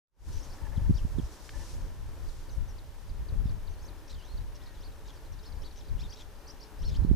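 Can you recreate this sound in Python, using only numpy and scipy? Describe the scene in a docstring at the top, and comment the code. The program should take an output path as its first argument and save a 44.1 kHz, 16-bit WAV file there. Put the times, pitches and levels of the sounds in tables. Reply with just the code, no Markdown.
"""Open country on a breezy day: small birds, swallows by the sound, twitter some way off.
Each syrinx bends a near sine into down-slides, double peaks, two-voiced arches and rasps.
Behind them lie the rumble of far traffic, a faint engine note, airy hiss and soft rustling.
Gusts and eddies buffet the microphone, and a lens motor whirs twice, with one tick just
ahead of its second run. The sound fades in at the start."""
import sys
import numpy as np
from scipy import signal
from scipy.fft import rfft, irfft
from scipy.io import wavfile
from scipy.ndimage import uniform_filter1d

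SR = 44100
rng = np.random.default_rng(int(sys.argv[2]) if len(sys.argv) > 2 else 0)


def inscribe(sig):
    """Save sig as 16-bit PCM at rate SR to the path in sys.argv[1].

    A 1-D sig is mono; a 2-D sig holds one channel per row.
    Samples are clipped to [-1, 1] before scaling.
    """
    pcm = np.round(np.clip(np.atleast_2d(sig).T, -1, 1) * 32767)
    wavfile.write(sys.argv[1], SR, pcm.astype(np.int16))


N = 315315
TIME = np.arange(N) / SR


def from_db(db):
    return 10 ** (np.asarray(db) / 20)


def rms_one(x):
    return x / np.sqrt(np.mean(x ** 2) + 1e-20)


def in_time(rows, at=TIME):
    """Each column of a breakpoint curve, joined by straight lines."""
    times, *columns = np.transpose(rows)
    return [np.interp(at, times, column) for column in columns]


def at_hz(points, hz):
    """A spectrum read on a log-frequency axis."""
    points_hz, values = np.transpose(points)
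    return np.interp(np.log(hz + 1e-3), np.log(points_hz), values)


def panned(x, pan_db):
    """Constant-power pan; positive is left."""
    gains = np.array([from_db(pan_db / 2), from_db(-pan_db / 2)]).reshape(2, -1)
    return x * gains / np.sqrt(np.mean(gains ** 2, axis=0))


def add(out, start_s, sound):
    """Mix a sound in from a given time."""
    i = max(0, int(start_s * SR))
    out[..., i:i + sound.shape[-1]] += sound[..., :max(0, N - i)]


def drift(rate, size=N):
    """Random modulation of spread 1 that changes about rate times a second."""
    knots = rng.standard_normal(size // 8 + 2)
    return np.interp(np.arange(size) * rate / SR, np.arange(len(knots)), knots) * np.sqrt(3 / 2)


def band(x, low_hz, high_hz):
    sos = signal.butter(2, [low_hz, min(high_hz, .45 * SR)], "band", fs=SR, output="sos")
    return signal.sosfilt(sos, x)


def noise_band(size, low_hz, high_hz):
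    """Noise of rms 1, band-passed twice for steep skirts."""
    return rms_one(band(band(rng.standard_normal(size), low_hz, high_hz), low_hz, high_hz))


def swell(peak_s, hold_s, attack_s, release_s):
    """An envelope that grows exponentially to its peak, holds and dies away."""
    since = TIME - peak_s
    return np.exp(np.minimum(since, 0) / attack_s - np.maximum(since - hold_s, 0) / release_s)


def wind_level(attack_s=0.03, release_s=0.036):
    """Breeze and gusts add in power at each microphone port: left and right envelopes in dB."""
    # light breeze between the gusts: time_s, level_db
    breeze = [(.5, -39.5), (1.4, -48.5), (2.05, -34), (2.95, -41), (3.8, -38), (4.7, -41), (5.8, -39),
              (6.15, -44.5)]
    # gusts on the microphone: peak_s, hold_s, level_db, pan_db
    gusts = [(0.293, 0.06, -28, 2.5), (0.642, 0.1, -31, 3.5), (0.788, 0.16, -23.5, 0.5),
             (1.041, 0.029, -28.5, 0), (1.177, 0.03, -20, -7.5), (1.562, .06, -32.5, 2),
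             (1.734, .11, -28, -0.5), (2.5, 0.25, -35.5, 2), (3.108, 0.12, -29, 1.5),
             (3.321, 0.23, -24.5, 2.5), (4.348, 0.13, -33.5, -5), (5.313, .05, -35, 5),
             (5.571, 0.053, -34.5, 2), (5.92, .13, -25.5, 5.5), (6.835, .15, -22.5, 4),
             (7.024, 0.12, -18.5, -2.5)]
    power = panned(from_db(in_time(breeze)[0]), pan_db=3) ** 2
    for peak_s, hold_s, db, pan_db in gusts:
        power += panned(from_db(db) * swell(peak_s, hold_s, attack_s, release_s), pan_db) ** 2
    return 10 * np.log10(power)


def wind(brightening=0.22, calm_db=-39, lump_db=2.5, trim_db=-1.5):
    """Each port has its own turbulence; harder gusts hold smaller eddies and so sound brighter."""
    # spectrum of the buffeting: frequency_hz, density_db
    colour = [(20, 7), (45, 3.5), (75, -2.5), (125, -16.5), (200, -32), (330, -44), (800, -85)]
    gust_db = wind_level()
    edges = 16 * 2 ** np.arange(0, 6, .5)   # half-octave bands, Hz
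    centres = np.sqrt(edges[1:] * edges[:-1])
    shares = from_db(at_hz(colour, centres)) * np.sqrt(centres)
    white, out = rng.standard_normal((2, 2, N)), 0
    for k, (hz, share) in enumerate(zip(centres, shares / np.linalg.norm(shares))):
        lift_db = brightening * np.maximum(gust_db - calm_db, 0) * np.log2(hz / 60)
        out = out + share * from_db(lift_db) * rms_one(band(white[k % 2], edges[k], edges[k + 1]))
    lumps = np.array([drift(24), drift(24)])
    return out * from_db(gust_db + trim_db + lump_db * lumps)


def distant_noise(spectrum, ripple_db=0):
    """A diffuse stereo bed of rms 1, wider in the treble; many paths can ripple its spectrum."""
    # likeness of left and right: frequency_hz, correlation
    likeness = [(40, .1), (130, 1), (290, 0.86), (700, 0.81), (1400, 0.73), (3100, 0.37), (6800, 0.52),
                (15000, 0.25)]
    hz = np.arange(N // 2 + 1) * SR / N
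    alike = np.clip(at_hz(likeness, hz), 0, .99)
    mid, side = rfft(rng.standard_normal((2, N)))
    stereo = np.sqrt(1 + alike) * mid + np.sqrt(1 - alike) * side * [[1], [-1]]
    ripple = ripple_db * np.interp(hz, np.arange(400, 4000, 45), rng.standard_normal(80), 0, 0)
    return rms_one(irfft(stereo * from_db(at_hz(spectrum, hz) + ripple), N))


def traffic(flicker_db=1.0, trim_db=6.0):
    """Far traffic arrives by many paths as a low, gently flickering rumble."""
    # spectrum of the rumble: frequency_hz, density_db
    colour = [(40, 0.5), (130, 2.5), (200, -3.5), (300, 1.5), (390, -2.5), (440, -0.5), (540, -2.5),
              (680, -8), (930, -4), (1300, -9), (1800, -11.5), (2200, -18), (3500, -26.5)]
    # its slow rise and fall, before the trim: time_s, level_db
    ride = [(.4, -58), (.7, -57), (1.7, -58.5), (2.8, -61), (4.2, -60), (5.5, -59.5), (7.15, -59.5)]
    level_db = in_time(ride)[0] + trim_db + flicker_db * drift(8)
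    return from_db(level_db) * distant_noise(colour, ripple_db=2.0)


def engine_drone(pitch_hz=432, wander_hz=5):
    """A faint engine note wavers in the far traffic and grows between 2 and 3.6 s."""
    phase = 2 * np.pi * np.cumsum(pitch_hz + wander_hz * drift(14)) / SR
    growth = np.interp(TIME, [2, 3.6], [.3, 1.4])
    return from_db(-69 + 4.3 * drift(3.16)) * growth * np.sin(phase)


def air(level_db=-62.5):
    """The steady hiss of open air."""
    # spectrum of the hiss: frequency_hz, density_db
    colour = [(1500, -4.5), (2300, 2), (3200, 2.5), (4400, 0), (5800, -0.5), (7500, -6.5), (11000, -6),
              (15500, -11)]
    return from_db(level_db) * distant_noise(colour)


def rustle(rest_db=-76, flutter_db=1.3):
    """A bright, fluttering rustle comes and goes in soft swells."""
    # spectrum of the rustle: frequency_hz, density_db
    colour = [(1000, -25), (2500, -7), (4200, -3), (5800, 1), (7200, -3.5), (9000, -7.5), (12000, -11.5),
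              (15500, -44)]
    # swells: peak_s, level_db, rise_s, fall_s
    swells = [(.33, -56.5, .15, 0.27), (1.45, -58, 0.64, 0.29), (1.67, -52, 0.19, .12),
              (2.32, -59, 0.13, 0.2), (3.02, -65.5, 0.095, .08)]
    power = sum((from_db(db) * swell(peak_s, 0, rise, fall)) ** 2 for peak_s, db, rise, fall in swells)
    envelope = np.sqrt(from_db(rest_db) ** 2 + power)
    return envelope * from_db(flutter_db * drift(39.73)) * distant_noise(colour)


def syrinx(hz, level_db, rasp, waver=0.0069, rasp_swing=0.037, rasp_rate=600):
    """A near sine; an unsteady membrane shakes pitch and level, adds an overtone, chops air to hiss."""
    n = len(hz)
    shake = waver * drift(300, n) + rasp * rasp_swing * drift(2 * rasp_rate, n)
    phase = 2 * np.pi * np.cumsum(hz * (1 + shake)) / SR
    envelope = from_db(level_db) * (1 + 0.39 * rasp * drift(rasp_rate, n)) * signal.windows.tukey(n, .2)
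    hiss = noise_band(n, 2000, 7000)
    overtone = .35 * np.sin(2 * phase) / (1 + (hz / 4300) ** 6)   # the beak dulls the highest overtones
    return envelope * (np.sin(phase) + rasp * overtone + .6 * rasp ** 2 * hiss)


def glide(length_s, pitch_hz, octaves, level_db, rasp, arc_oct=0, edge_db=1.5):
    """A plain note moves evenly in pitch, may arc over on the way, and swells in its middle."""
    progress = np.linspace(0, 1, int(length_s * SR))
    edge = (2 * progress - 1) ** 2
    hz = pitch_hz * 2 ** (octaves * progress + arc_oct * (1 / 3 - edge))
    return syrinx(hz, level_db - edge_db * edge, rasp)


def syllable(shape, length_s, level_db, pitch_ratio=1, rasp=0.11):
    """A stock shape stretched to a length, corners rounded; no two are sung at quite the same pitch."""
    hz, contour_db = in_time(shape, np.linspace(0, 1, int(length_s * SR)))
    hz = uniform_filter1d(hz, size=100, mode="nearest") * rng.normal(1, .008)
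    return syrinx(pitch_ratio * hz, level_db + contour_db, rasp)


def near_birds():
    """The nearer birds twitter in stock syllables, with scratchy and falling notes between them."""
    # syllable shapes: share_of_length, pitch_hz, gain_db
    double_peak = [(0, 3950, -12), (.17, 4740, -13.5), (.3, 6250, -9.5), (.42, 4920, -7),
                   (.56, 4550, -14.5), (.72, 5040, -4.5), (.85, 6010, -9.5), (1, 5100, 3)]
    slide = [(0, 5000, -1), (.3, 4510, 0), (.65, 3950, -3.5), (1, 3650, -2.5)]
    dip = [(0, 4150, 0), (.2, 3310, -2), (.42, 2840, -1), (.8, 4250, -2), (1, 4450, 5)]
    upsweep = [(0, 2600, -6), (.5, 3670, -1.5), (1, 5700, -1.5)]
    lead_in = [(0, 4960, 0), (.5, 5530, -1.5), (1, 5950, -3)]
    arch = [(0, 2560, -9), (.25, 3700, -8.5), (.42, 4650, -3.5), (.65, 4500, -5), (.87, 4300, -8),
            (1, 3680, -3)]
    out = np.zeros(N)
    # one bird repeats a short down-slide: start_s, level_db
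    slides = [(2.286, -54.5), (2.492, -54), (2.782, -53.5), (3.093, -54.5), (3.284, -53), (3.492, -54),
              (3.671, -52.5), (3.882, -52), (4.142, -53), (4.373, -52), (4.661, -55), (5.388, -54.5),
              (5.521, -55), (5.707, -55.5), (5.885, -56)]
    for start_s, db in slides:
        add(out, start_s, syllable(slide, length_s=0.015, level_db=db))
    # double-peaked calls: start_s, length_s, level_db, pitch_ratio, rasp (0-1)
    double_peaks = [(0.369, 0.085, -47.5, 1.13, .55), (.49, 0.055, -48, 0.96, 0.5),
                    (0.937, 0.049, -43.5, 0.98, 0.15), (3.81, 0.062, -49.5, 1.1, 0.3),
                    (6.089, .054, -41.5, 1, 0.3), (6.466, .048, -41, 1, .11), (6.597, .046, -42.5, 0.96, 0)]
    for start_s, length_s, db, pitch_ratio, rasp in double_peaks:
        add(out, start_s, syllable(double_peak, length_s, db, pitch_ratio, rasp))
    # arches sung on both sides of the syrinx: start_s, length_s, level_db, upper_ratio, lower_ratio
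    arches = [(4.817, 0.066, -53.5, 1.04, 0.96), (5.437, 0.057, -52.5, 1.14, 0.97),
              (5.627, .058, -50.5, 1.02, 0.89), (6.013, .065, -52, .82, .79),
              (6.823, 0.078, -48, 1.18, 0.96)]
    for start_s, length_s, db, upper, lower in arches:
        add(out, start_s - .01, syllable(lead_in, length_s=0.02, level_db=db - 5, rasp=0.64))
        for pitch_ratio in (upper, lower):
            add(out, start_s, syllable(arch, length_s, db, pitch_ratio, rasp=0.5))
    # up-sweeps through an octave: start_s, length_s, level_db
    upsweeps = [(4.6, .045, -59), (5.974, 0.063, -54.5), (6.121, 0.029, -52.5), (6.878, 0.017, -52),
                (6.944, .03, -49)]
    for start_s, length_s, db in upsweeps:
        add(out, start_s, syllable(upsweep, length_s, db, rasp=0.75))
    # one buzzy whistle dips and climbs back
    add(out, 4.115, syllable(dip, length_s=.23, level_db=-59.5, rasp=0.64))
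    # loose falling notes: start_s, length_s, pitch_hz, fall_octaves, level_db
    falls = [(0.761, 0.024, 4100, 0.49, -56.5), (.97, .027, 4100, 0.63, -53),
             (1.183, 0.018, 3970, 0.48, -55), (2.5, 0.046, 6450, .22, -60), (2.68, 0.043, 6150, 0.18, -59),
             (5.075, 0.016, 6940, 1, -54.5), (5.322, .016, 6300, 0.29, -59.5),
             (5.796, .021, 6200, 1.06, -55), (6.202, .012, 6500, 0.5, -57)]
    for start_s, length_s, hz, octaves, db in falls:
        add(out, start_s, glide(length_s, hz, -octaves, db, rasp=0.44))
    # scratchy notes that arc up and back: start_s, length_s, pitch_hz, level_db
    rasps = [(0.323, 0.076, 5800, -57), (4.074, 0.043, 5410, -60.5), (4.092, .044, 3840, -56),
             (4.547, .022, 5400, -57), (4.245, 0.034, 5900, -63), (5.082, 0.032, 3300, -58.5),
             (5.756, 0.043, 5730, -58), (5.991, 0.028, 5370, -60), (6.154, .075, 3800, -57.5),
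             (6.193, .035, 3320, -54.5), (6.889, 0.018, 5300, -52), (6.904, .045, 3600, -59)]
    for start_s, length_s, hz, db in rasps:
        add(out, start_s, glide(length_s, hz, 0, db, rasp=0.98, arc_oct=0.198))
    return out


def outdoors(x, echo_s=.011, echo_db=-20, scatter_db=-9, t60_s=0.22):
    """One weak ground echo and a thin scattered tail."""
    out = np.tile(x, (2, 1))
    add(out, echo_s, from_db(echo_db) * x)
    t = TIME[:SR // 2]
    tail = rms_one(rng.standard_normal((2, len(t))) * from_db(-60 * t / t60_s)) / np.sqrt(len(t))
    return out + from_db(scatter_db) * signal.fftconvolve(x[None], tail, axes=1)[:, :N]


def lens_motor():
    """The lens motor whirs in short steps, its friction ringing the resonances of the barrel."""
    # motor steps: start_s, length_s, level_db
    steps = [(0.576, 0.024, -56), (0.612, 0.029, -56), (0.645, 0.039, -53.5), (0.716, 0.048, -54),
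             (0.78, 0.104, -56.5), (1.529, 0.056, -54), (1.588, 0.059, -52.5)]
    # barrel resonances: frequency_hz, width_hz, gain_db
    resonances = [(313, 25, -6), (560, 27, 3), (898, 55, 5.5), (1733, 54, 3)]
    drive, whir = np.zeros(N), np.zeros(N)
    for start_s, length_s, db in steps:
        add(drive, start_s, from_db(db) * signal.windows.tukey(int(length_s * SR), .4))
    friction = rng.standard_normal(N)
    for hz, width_hz, db in resonances:
        ring = signal.lfilter(*signal.iirpeak(hz, hz / width_hz, SR), friction)
        whir += from_db(db) * rms_one(ring)
    return drive * rms_one(whir)


def eddies(low_cut_hz=45):
    """A passing eddy sucks briefly at a port; the microphone's bass cut makes it swing back."""
    # single eddies, before the bass cut: peak_s, level_db, width_s, pan_db
    hits = [(0.779, -16, 0.0019, -1), (.820, -14, 0.0031, 7), (.897, -8, 0.0014, -20),
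            (.908, -7, 0.0014, 26), (0.955, -14.5, 0.0036, 21), (1.051, -18.5, 0.0014, -29),
            (1.186, -13.5, 0.0011, -25), (1.199, -17, 0.0011, -28), (3.457, -18.5, 0.0018, 0),
            (7.049, -10.5, 0.0012, -21), (7.114, -6, 0.0012, -30)]
    out = np.zeros((2, N))
    t = TIME[:SR // 25] - 1 / 50   # 40 ms centred on the peak
    for peak_s, db, width_s, pan_db in hits:
        suction = -from_db(db) * np.exp(-(t / width_s) ** 2)
        add(out, peak_s + t[0], panned(suction, pan_db))
    return band(out + 1e-18, low_cut_hz, 1300)


def camera_tick(start_s=1.491, level_db=-34.5, decay_s=0.0022):
    """One small, dry tick of the camera between the motor's two runs."""
    out, t = np.zeros(N), TIME[:SR // 50]
    add(out, start_s, from_db(level_db) * noise_band(len(t), 1200, 4300) * np.exp(-t / decay_s))
    return out


def far_birds(from_s=3.4, notes_per_s=11, pitch_hz=4750, spread_oct=0.37, bend_oct=.3):
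    """Farther birds add one low, hoarse whistle and faint notes of random pitch, bend and length."""
    out = np.zeros(N)
    add(out, 4.56, glide(length_s=.2, pitch_hz=1944, octaves=-0.061, level_db=-65, rasp=.7))
    count = int(notes_per_s * (N / SR - from_s))
    for k, (late, long, high, bend, loud) in enumerate(rng.uniform(-1, 1, (count, 5))):
        length_s = 0.028 * 2 ** long
        hz = pitch_hz * 2 ** (spread_oct * high)
        note = glide(length_s, hz, bend_oct * bend, level_db=-65.5 + 2 * loud, rasp=0.92)
        add(out, from_s + (k + late) / notes_per_s, note)
    return out


def scene():
    """Wind and camera up close, the distant bed behind, the birds a little to the left."""
    buffeting = wind() + eddies()
    bed = panned(traffic(), 2.2) + panned(air() + rustle(), .3) + engine_drone()
    camera = lens_motor() + camera_tick()
    birds = outdoors(near_birds() + far_birds())
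    return buffeting + bed + camera + panned(birds, 2.0)


def record(dry, cutoff_hz=15480):
    """The sound fades in; the top is cut steeply."""
    # opening fade: time_s, gain_db
    fade_in = [(0, -90), (.13, -37.5), (.2, -15), (.245, -8.5), (.285, -1), (.32, -1)]
    faded = dry * from_db(in_time(fade_in)[0])
    return signal.sosfilt(signal.ellip(12, .1, 80, cutoff_hz, fs=SR, output="sos"), faded)


dry = scene()
out = record(dry)
inscribe(out)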